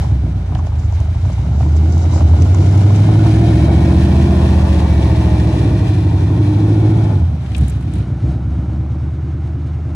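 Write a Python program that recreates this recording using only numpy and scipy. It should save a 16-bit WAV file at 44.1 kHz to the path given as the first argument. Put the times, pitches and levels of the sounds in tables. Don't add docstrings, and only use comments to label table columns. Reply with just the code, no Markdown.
import sys
import numpy as np
from scipy import signal
from scipy.fft import rfft, irfft, next_fast_len
from scipy.io import wavfile
from scipy.ndimage import uniform_filter1d

SR = 44100
rng = np.random.default_rng(int(sys.argv[2]) if len(sys.argv) > 2 else 0)


def output_pcm(signal):
    pcm = np.clip(np.atleast_2d(signal).T, -1, 1) * 32767
    wavfile.write(sys.argv[1], SR, np.round(pcm).astype(np.int16))


N = 438794
TIME, FFT_SIZE = np.arange(N) / SR, next_fast_len(N)
LOG_HZ = np.log(np.arange(FFT_SIZE // 2 + 1) * SR / FFT_SIZE + 1)


def from_db(db):
    return 10 ** (np.asarray(db) / 20)


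def unit_rms(x):
    return x / np.sqrt(np.mean(x ** 2) + 1e-20)


def in_time(rows):
    s, *columns = np.transpose(rows)
    return [np.interp(TIME, s, c) for c in columns]


def drift(rate_hz):
    r = np.exp(-80 * np.pi * rate_hz / SR)
    slow = signal.lfilter([1], [1, -2 * r, r * r], rng.standard_normal(N // 40 + 2002))[2000:]
    return np.interp(np.arange(N) / 40, np.arange(len(slow)), unit_rms(slow))


def resonance(x, hz, width_hz, stages=1):
    r = np.exp(-np.pi * width_hz / SR)
    b, a = [(1 - r * r) / 2, 0, (r * r - 1) / 2], [1, -2 * r * np.cos(2 * np.pi * hz / SR), r * r]
    for _ in range(stages):
        x = signal.lfilter(b, a, x)
    return x


def coloured(spectrum, x, response=1):
    hz, db = np.transpose(spectrum)
    gain = from_db(np.interp(LOG_HZ, np.log(hz), db, -90, -90))
    return irfft(rfft(x, FFT_SIZE) * gain * response, FFT_SIZE)[:N]


def levelled(x):
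    return x / np.sqrt(uniform_filter1d(x ** 2, int(.3 * SR), mode="reflect") + 1e-12)


def rounded(x):
    return signal.sosfilt(signal.butter(4, 520, fs=SR, output="sos"), x)


CYLINDERS = [2.8, .8, -.9, .2, -.2, .9, 0, -.6]
# t/s, standard deviation/dB
BURN_SCATTER = [(0, .9), (1.4, 1.0), (2, .7), (3.8, .35), (7, .3), (7.4, 1.8), (8.3, 1.2), (9, .4),
                (9.95, .25)]
def firings(cycle):
    count = np.floor(8 * cycle).astype(int)
    at = np.flatnonzero(np.diff(count)) + 1
    burn_db = in_time(BURN_SCATTER)[0][at] * rng.standard_normal(len(at))
    pulses = np.zeros(N)
    pulses[at] = from_db(np.array(CYLINDERS)[count[at] % 8] + burn_db) - from_db(CYLINDERS).mean()
    return rounded(pulses)


ORDERS = (7, 9, 10, 20, 8, 5, 6, 11, 12, 13, 14, 16, 21, 22, 23, 24, 15, 19)
# cycle rate/Hz, level/dB of each order
ORDER_LEVELS = [(6.2, -37, -32, -30, -44, -25, -53, -51, -42, -10.5, -15.5, -9.5, -13.5, -56, -45, -29.5, -45, -21, -36),
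                (7.4, -30, -26, -32, -40, -23.5, -40, -36.5, -41, -13, -12.5, -33.5, -32.5, -46, -45, -33, -50, -25.5, -34),
                (8.5, -38, -24, -29, -50, -16, -39.5, -38.5, -23.5, -19, -25.5, -31, -42.5, -43, -39, -45.5, -45, -27.5, -24),
                (9.7, -47.5, -21.5, -37, -45, -13, -39, -40, -20.5, -26.5, -22.5, -20.5, -26, -44.5, -37.5, -38, -50, -22, -39),
                (11, -7, -20, -34, -35, -16, -31, -32, -27.5, -27, -37, -27.5, -42, -47, -48, -38, -38, -36, -26),
                (12.2, -24.5, -20, -19, -45, -13.5, -38.5, -23.5, -34, -29.5, -32.5, -18, -31.5, -48, -48.5, -33, -29, -34.5, -34),
                (13.2, -22, -30, -19.5, -38, -14.5, -21, -9, -37, -17, -24.5, -30, -28, -40, -48, -28, -24.5, -47, -35),
                (14, -23, -29, -22.5, -40, -15.5, -5.5, -9.5, -37, -21, -16, -27.5, -27, -31, -33, -27, -24.5, -41, -42),
                (14.6, -28, -27.5, -18, -38, -29, -2.5, -11, -33.5, -21.5, -15.5, -34, -37, -37, -28.5, -36, -37, -31, -48),
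                (15, -30, -17.5, -17.5, -38, -21.5, -4.5, -14.5, -27, -29, -17, -37, -26, -47, -28, -22, -34, -54, -44)]
LOAD_GAINS = [7, 1, -1, -5, 11, -13, -7.5, 2.5, 0.5, -7.5, -2, 5.5, 4.5, -3.5, 2, -2, -2.5, -5.5]
# t/s, gain/dB
DRONE_LEVELS = [(0, -1), (1.6, 1), (2.2, -9), (2.7, 0.5), (3.2, 3.5), (3.6, 6), (4.2, -0.7), (4.7, -2),
                (5.1, 0), (5.5, 0), (5.9, 2.5), (6.3, 7), (6.7, 8), (7.1, -4), (7.4, -5), (9.95, -1.5)]
# order, level/dB re that tone
BANK_NEIGHBOURS = [(3, -22), (4, -17)]
def engine_orders(cycle, cycle_hz, tones_db, load):
    map_hz, *columns = np.transpose(ORDER_LEVELS)
    drone_db, = in_time(DRONE_LEVELS)
    levels_db = {k: tones_db + np.interp(cycle_hz, map_hz, column) + load_db * load
                 for k, column, load_db in zip(ORDERS, columns, LOAD_GAINS)}
    out = 0
    for k, db in levels_db.items():
        db = db + .8 * drift(11)
        if k >= 21:
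            db = db + drone_db + 2.5 * drift(4)
            turns = k * k / 8
        else:
            flip = (1 + np.tanh((k * cycle_hz - 153) / 6)) / 4
            turns = -flip - .35 * (k % 8 == 0)
        out = out + from_db(db) * np.sin(2 * np.pi * (k * cycle + turns))
    for k, db in BANK_NEIGHBOURS:
        out = out + from_db(levels_db[5] + db) * np.sin(2 * np.pi * k * cycle)
    return np.sqrt(2) * out


# delay/s, gain/dB
ECHOES = [(.004, -7), (.0095, -6), (.017, -0.5), (.026, -2), (.039, 3)]
def reflections(pulses):
    late = sum((-1) ** k * from_db(db) * np.r_[np.zeros(round(s * SR)), pulses][:N]
               for k, (s, db) in enumerate(ECHOES))
    return pulses + late * np.interp(TIME, [8.3, 9], [1, .75])


def pipe(pulses, modes, low_hz, turbulence_db):
    drive = levelled(pulses) + from_db(turbulence_db) * unit_rms(rounded(rng.standard_normal(N)))
    rung = sum((-1) ** k * from_db(db) * resonance(drive, hz, width)
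               for k, (hz, width, db) in enumerate(modes))
    return levelled(signal.sosfilt(signal.butter(4, low_hz, "high", fs=SR, output="sos"), rung))


# t/s, tones/dB, engine load (0-1), deep burble/dB, upper burble/dB, pipe note/dB
EXHAUST = [(0, 0.5, 0.34, -12.5, -28, -42), (.25, -7.5, 0.9, -22.5, -22.5, -35),
           (1.0, -8, 0.5, -20, -32, -45.5), (1.5, -3, 0.38, -19, -23.5, -40), (1.8, -7, 1, -27.5, -22, -30),
           (2.4, -6.5, 1, -20.5, -19.5, -28), (3.0, -1.5, 0.72, -20, -15, -26.5),
           (3.4, -2.5, 0.72, -14.5, -20.5, -24.5), (3.8, 2.5, 0.74, -18.5, -14, -22),
           (4.2, -1, 0.26, -19, -13.5, -29.5), (4.55, -2, 0.16, -16, -16, -36),
           (5.05, -1, 0.5, -15, -22.5, -19.5), (5.3, -3.5, 0.32, -24, -27, -28.5),
           (5.7, -5, 0.18, -11, -17, -22.5), (6.0, -2, 0.15, -19, -27, -25),
           (6.4, -3, 0.41, -19.5, -18.5, -26), (6.75, -5, 0.8, -20, -22, -21),
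           (7.15, -5, 0.76, -28, -19.5, -27.5), (7.3, -5.5, 0.3, -27, -21, -39.5),
           (7.42, -14, 0.1, -27.5, -28.5, -43), (7.65, -6.5, 0.4, -21, -21.5, -36.5),
           (8.2, -8.5, 0, -23, -25.5, -34), (8.45, -8.5, 0.52, -25.5, -22, -34.5),
           (9.2, -8.5, 0.02, -35, -29, -36.5), (9.95, -9.5, 0.1, -36, -34, -37.5)]
# f/Hz, bandwidth/Hz, level/dB
DEEP_MODES = [(72.2, 15, 0), (116.4, 28, -5.5)]
UPPER_MODES = [(132.4, 37.8, 3.5), (168, 32.6, 2.5), (182.2, 18.7, -1), (235.4, 61, -11)]
NOTE_MODES = [(316, 24, 0), (350, 45, -14)]
def exhaust_boom(cycle, cycle_hz, surge_db, width_db):
    tones_db, load, deep_db, upper_db, note_db = in_time(EXHAUST)
    note_db = note_db + 1.43 * drift(3.74)
    pulses = firings(cycle)
    echoed = reflections(pulses)
    boom = engine_orders(cycle, cycle_hz, tones_db, load)
    boom += from_db(deep_db) * pipe(pulses, DEEP_MODES, low_hz=64, turbulence_db=-16)
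    boom += from_db(upper_db) * pipe(echoed, UPPER_MODES, low_hz=115, turbulence_db=-18)
    boom += from_db(note_db) * pipe(echoed, NOTE_MODES, low_hz=285, turbulence_db=-17)
    boom *= from_db(surge_db)
    width = from_db(width_db)
    left = from_db(-.55 * width) * np.interp(TIME - 50e-6 * width, TIME, boom)
    return np.array([left, boom])


# f/Hz, share, phase/rad
COHERENCE = [(300, .3, 1.1), (690, .6, 1.0), (860, .55, -.4), (1030, .55, -1.8), (1210, .65, -3.2),
             (1720, .55, -4.8), (2070, .15, -6), (2760, .45, -7.5), (3450, .65, -7.5), (5500, .15, -7.6),
             (7000, .65, -7.8)]
def turbulence(cycle, mid_spectrum, side_spectrum, modes, side_db, puff, flutter_db):
    swell = (1 + puff * np.cos(2 * np.pi * 8 * cycle)) * from_db(flutter_db * drift(14))
    common, independent = swell * rng.standard_normal((2, N))
    ringing = sum(from_db(db) * unit_rms(resonance(common, hz, width, stages=2))
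                  for hz, width, db in modes)
    nearness = np.minimum(from_db(side_db + 20.5), 1)
    mid = unit_rms(coloured(mid_spectrum, common)) + nearness * ringing
    hz, *columns = np.transpose(COHERENCE)
    share, phase = (np.interp(LOG_HZ, np.log(hz), c) for c in columns)
    side = coloured(side_spectrum, common, share * np.exp(1j * phase))
    side += .85 * coloured(side_spectrum, independent)
    return unit_rms(mid) + from_db(side_db) * unit_rms(side) * [[1], [-1]]


# t/s, delay/ms
ROAD_DELAY = [(0, 1.31), (2.5, 1.354), (3.8, 1.22), (5, 1.127), (6.3, 1.18), (7.3, 1.27), (9.95, 1.39)]
def ground_reflection(x):
    sent_s = TIME - in_time(ROAD_DELAY)[0] / 1000
    dull = signal.filtfilt(*signal.butter(2, 2700, fs=SR), x)
    return x + from_db(-5.5) * np.array([np.interp(sent_s, TIME, channel) for channel in dull])


# t/s, roar/dB, hiss/dB
FLOW_LEVELS = [(0, -32.5, -43.5), (.16, -39.5, -51.5), (.4, -39, -51), (1.22, -40, -49.5),
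               (1.8, -33, -46.5), (2.2, -31.5, -44.5), (3.2, -25.5, -38), (4.3, -25, -37.5),
               (5.32, -27, -39.5), (5.6, -27.5, -39.5), (6.1, -31, -43.5), (6.87, -28, -43.5),
               (7.1, -29, -45.5), (7.29, -39.5, -51.5), (7.67, -39, -47.5), (7.92, -40.5, -53),
               (8.34, -37.5, -53), (9.23, -43.5, -56), (9.95, -42.5, -55.5)]
# f/Hz, relative density/dB
ROAR_MID = [(220, -50), (380, 5), (470, -8.5), (619, -4.5), (683, -9), (744, -7), (894, -13.5), (1040, -12),
            (1500, -18.5), (1950, -79), (3300, -120)]
ROAR_SIDE = [(120, -39.5), (200, -26), (237, -11), (318, -1), (416, 8), (668, -2), (1500, -12),
             (1950, -59.5), (3300, -120)]
HISS_MID = [(760, -24.5), (1300, -9), (1840, 3.5), (2090, 1), (2280, -0.5), (2850, -2.5), (4010, -2.5),
            (4460, -6.5), (6150, -8), (7830, -15), (9450, -13), (10300, -20.5), (11000, -80), (14300, -79),
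            (22000, -120)]
HISS_SIDE = [(760, -32), (1300, -10), (1820, -6.5), (2170, 2.5), (2890, 1), (5540, -7), (6280, -13.5),
             (10400, -10.5), (15000, -15.5), (16000, -25)]
# f/Hz, bandwidth/Hz, level/dB re roar
TAILPIPE_MODES = [(399.7, 100, -7)]
def flow_noise(cycle, surge_db, width_db):
    roar_db, hiss_db = in_time(FLOW_LEVELS) + .61 * surge_db
    roar = turbulence(cycle, ROAR_MID, ROAR_SIDE, TAILPIPE_MODES, width_db - 4, puff=.099, flutter_db=1)
    hiss = turbulence(cycle, HISS_MID, HISS_SIDE, [], width_db, puff=.051, flutter_db=1.18)
    return ground_reflection(from_db(roar_db) * roar + from_db(hiss_db) * hiss)


def swells(rows):
    return sum(db * np.exp(-((TIME - s) / half_s) ** 2) for s, half_s, db in rows)


def grains(per_s, low_hz, high_hz, q, clumps_db):
    born = rng.random((2, N)) < per_s * from_db(clumps_db * drift(9)) / SR
    clicks = born * from_db(4 * np.minimum(rng.exponential(1, (2, N)), 3)) + 1e-18
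    band = rng.integers(0, 6, N)
    return unit_rms(sum(resonance(clicks * (band == k), hz, hz / q, stages=2)
                        for k, hz in enumerate(np.geomspace(low_hz, high_hz, 6))))


# t/s, crunch/dB, grit/dB
GRAVEL_LEVELS = [(0, -32, -48), (.2, -45, -63), (.5, -41.5, -63), (.9, -40, -59.5), (1.4, -41.5, -56),
                 (1.9, -38.5, -50.5), (2.3, -35, -49), (2.8, -35.5, -47), (3.3, -37, -52),
                 (3.7, -52.5, -80), (9.95, -48, -70.5)]
# t/s, half length/s, gain/dB
CRUSHES = [(.59, .012, 14), (.67, .01, 13), (.795, .012, 14), (.85, 0.018, 13), (.945, .022, 12),
           (1.01, .012, 5), (1.26, .02, 5), (1.33, .015, 11), (1.6, 0.044, 6), (1.77, .012, 9),
           (1.93, .03, 8), (2.02, 0.033, 7), (2.155, 0.044, 10.5), (2.42, 0.016, 6), (2.61, .025, 6)]
def gravel():
    crunch_db, grit_db = in_time(GRAVEL_LEVELS)
    crunch = from_db(crunch_db) * grains(120, 620, 950, q=4, clumps_db=4)
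    grit = from_db(grit_db + swells(CRUSHES)) * grains(2500, 4600, 7200, q=6, clumps_db=2)
    return crunch + grit


# f/Hz, relative density/dB
TRAFFIC_SPECTRUM = [(530, -31), (900, -2.5), (977, 10.5), (1250, 12), (2680, -1), (7210, -36), (10300, -49),
                    (13400, -65), (22000, -120)]
def far_traffic():
    return from_db(-50.5) * unit_rms(coloured(TRAFFIC_SPECTRUM, rng.standard_normal(N)))


def impacts(events, width_ratio, decay_s, correlation=.074):
    out, t = np.zeros((2, N)), np.arange(3000) / SR
    for s, db, hz, pan_db in events:
        burst = rng.standard_normal((2, len(t))) * np.exp(-t / decay_s)
        burst = resonance(burst, hz, width_ratio * hz, stages=2)
        burst[1] = correlation * burst[0] + np.sqrt(1 - correlation ** 2) * burst[1]
        burst *= from_db(db + np.array([[.5], [-.5]]) * pan_db) / np.abs(burst).max()
        start = round(s * SR)
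        out[:, start:start + len(t)] += burst[:, :N - start]
    return out


def cracks(events, bright_hz, dull_hz, decay_s):
    bright = impacts([(s, db, bright_hz, pan) for s, db, _, pan in events], .51, decay_s)
    dull = impacts([(s, db, dull_hz, pan) for s, _, db, pan in events], .9, decay_s)
    return bright + dull


# t/s, peak level/dB, f/Hz, left-right/dB
STONE_KNOCKS = [(0.264, -27, 670, 2), (0.522, -30, 690, -4), (0.552, -28, 1390, -4), (0.554, -18, 700, -2),
                (0.59, -23, 824, -2), (0.669, -21, 660, -3), (0.72, -29, 770, 8), (0.925, -24, 675, 6),
                (1.009, -24.5, 680, -3), (1.251, -25.5, 660, -2), (1.298, -20, 630, 1),
                (1.381, -26, 710, -4), (1.606, -15, 730, 1), (1.628, -20.5, 740, 2), (2.052, -22, 620, 1),
                (2.16, -13, 620, 1), (2.178, -19, 695, 2), (2.205, -15, 620, 0), (2.333, -18.5, 600, 0),
                (2.545, -20, 860, 0), (3.088, -15, 720, -2), (3.155, -18, 744, 3), (3.259, -14, 730, -1)]
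# t/s, bright peak/dB, dull peak/dB, left-right/dB
GRIT_SNAPS = [(0.5503, -35, -24.5, 3), (0.668, -38, -34, 0), (0.924, -32, -48, 0), (1.0023, -34, -36, 2),
              (1.2492, -44, -49, -6), (1.766, -33, -37, 4), (1.9232, -28, -46, -3), (1.9796, -29, -37, 10),
              (2.1364, -32, -46, -3), (2.4212, -20, -24, 0), (2.5458, -22.5, -31, 6), (2.7229, -34, -47, 3),
              (2.777, -28, -37, 5), (2.868, -42, -39, 3), (2.9598, -22, -38, 1), (3.2078, -39, -31, 5),
              (3.3993, -36, -32, 8)]
def stones():
    knocks = impacts(STONE_KNOCKS, width_ratio=.55, decay_s=.006, correlation=.8)
    return knocks + cracks(GRIT_SNAPS, bright_hz=6000, dull_hz=2500, decay_s=.0025)


def gliding_bands(track, partials):
    hz, db = in_time(track)
    phase = 2 * np.pi * np.cumsum(hz) / SR
    fade = np.clip(np.minimum(TIME - track[0][0], track[-1][0] - TIME) / .3, 0, 1)
    bands = sum(from_db(part_db) * (drift(width) * np.sin(k * phase) + drift(width) * np.cos(k * phase))
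                for k, width, part_db in partials)
    return fade * from_db(db) * bands


# t/s, f/Hz, level/dB
RING_TRACKS = [
    [(2.9, 688, -49), (3.4, 703, -32), (3.9, 694, -35.5), (4.5, 672, -35.5), (4.75, 680, -48),
     (5.0, 684, -33), (5.3, 634, -37), (5.8, 645, -39.5), (6.5, 682.6, -58), (7.0, 680, -47),
     (7.4, 650, -45)],
    [(3.3, 537, -48), (3.75, 541, -43), (4.3, 537, -41), (4.7, 561, -34.5), (5.2, 539, -39.5),
     (5.7, 492, -40), (6.3, 440, -62)],
    [(3.8, 866, -41), (4.6, 897, -39), (5.1, 916, -35.5), (5.4, 874, -38), (5.9, 928, -47), (6.4, 922, -42),
     (7.0, 871, -42), (7.4, 863, -44)],
    [(0.7, 4000, -62), (1.0, 4000, -65), (1.4, 3960, -65), (1.7, 3950, -64), (2.0, 3940, -54),
     (2.2, 4040, -53), (2.6, 4020, -61)],
    [(8.9, 275, -52), (9.25, 281.3, -44), (9.6, 277.6, -43), (10.3, 284.5, -41)],
    [(5.6, 3675, -52), (6.1, 3670, -57), (6.7, 3600, -58), (7.3, 3580, -55)],
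]
def roar_rings():
    rings = sum(gliding_bands(track, [(.98, .023 * track[0][1], 0)]) for track in RING_TRACKS)
    return rings * from_db([[1.5], [-1.5]])


# t/s, f/Hz, level/dB
WHINE_TRACK = [(2.4, 2050, -59), (2.9, 2070, -50), (3.3, 2170, -46), (3.55, 2226, -41), (3.8, 2260, -40),
               (4.02, 2280, -47), (4.22, 2320, -43), (4.45, 2300, -52), (4.72, 2260, -50),
               (4.85, 2270, -41), (5.15, 2310, -42), (5.45, 2343, -45), (5.84, 2391, -44), (6.2, 2392, -50),
               (6.7, 2253, -49), (7.3, 2195, -50)]
# frequency ratio, bandwidth/Hz, level/dB
WHINE_PARTIALS = [(1, 70, 0), (.81, 120, -2.5), (1.72, 200, -5)]
def whine():
    return gliding_bands(WHINE_TRACK, WHINE_PARTIALS) / np.sqrt(2)


# t/s, bright/dB, dull/dB
RUSTLE_LEVELS = [(7.42, -90, -90), (7.47, -66, -52), (7.56, -58, -50), (7.64, -52, -47), (7.72, -59, -56),
                 (7.77, -63, -65), (7.83, -64, -56), (7.9, -65, -58), (7.96, -54, -46), (8.02, -62, -48),
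                 (8.1, -75, -66), (8.2, -69, -69), (8.28, -64, -55), (8.36, -73, -60), (8.45, -88, -92)]
# t/s, bright peak/dB, dull peak/dB, left-right/dB
RUSTLE_TICKS = [(7.4614, -60, -31, -1), (7.5178, -42, -31, 4), (7.565, -29, -33, 5),
                (7.5805, -24.5, -32, 0.0), (7.6105, -31, -36, 0.5), (7.6813, -27, -45, 1.5),
                (7.697, -26, -47, 0.0), (7.8101, -43, -48, 0.0), (7.826, -43, -37, 0),
                (7.9365, -34.5, -34, 3), (7.9544, -38, -35, 2), (7.9844, -40, -36, 0.0)]
# t/s, peak level/dB, f/Hz, left-right/dB
CLOSE_SNAP = [(7.5477, -19.5, 2630, 5)]
def rustle():
    bright_db, dull_db = in_time(RUSTLE_LEVELS)
    bright = from_db(bright_db) * grains(3000, 4000, 9500, q=4, clumps_db=3)
    dull = from_db(dull_db) * grains(1500, 1200, 3800, q=4, clumps_db=3)
    ticks = cracks(RUSTLE_TICKS, bright_hz=8300, dull_hz=2200, decay_s=.005)
    return bright + dull + ticks + impacts(CLOSE_SNAP, width_ratio=.62, decay_s=.004)


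# t/s, cycle rate/Hz
CYCLE_RATE = [(0, 8.99), (.4, 7.37), (.7, 6.55), (1.0, 6.2), (1.2, 7.02), (1.6, 9.23), (2.0, 10.43),
              (2.4, 11.28), (2.8, 12.21), (3.1, 13.18), (3.4, 13.94), (3.75, 14.63), (4.2, 15.01),
              (4.6, 14.88), (5.4, 13.93), (5.8, 12.76), (6.0, 11.98), (6.2, 11.55), (6.6, 12.94),
              (6.8, 13.52), (7.0, 13.85), (7.1, 13.21), (7.3, 9.92), (7.5, 8.65), (7.9, 8.22), (8.4, 8.6),
              (9.15, 9.4), (9.6, 9.6), (9.95, 9.66)]
# t/s, half length/s, gain/dB
IDLE_SURGES = [(7.614, 0.046, 4), (7.728, 0.025, 5), (7.823, 0.088, -3), (7.883, 0.013, 5),
               (7.982, 0.041, 3.5), (8.083, 0.019, 2.5), (8.232, 0.04, 3.5), (8.316, 0.039, 4.5),
               (8.39, 0.037, -4)]
def scene():
    cycle_hz, = in_time(CYCLE_RATE)
    cycle = np.cumsum(cycle_hz) / SR
    surge_db = swells(IDLE_SURGES)
    width_db = np.interp(TIME, [7.96, 8.28], [0, -26])
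    exhaust = exhaust_boom(cycle, cycle_hz, surge_db, width_db) + flow_noise(cycle, surge_db, width_db)
    return exhaust + gravel() + far_traffic() + stones() + roar_rings() + whine() + rustle()


def record(dry):
    low_pass = signal.cheby2(12, 70, 15900, fs=SR, output="sos")
    return signal.sosfilt(low_pass, 1.05 * np.tanh(dry / 1.05))


dry = scene()
out = record(dry)
output_pcm(out)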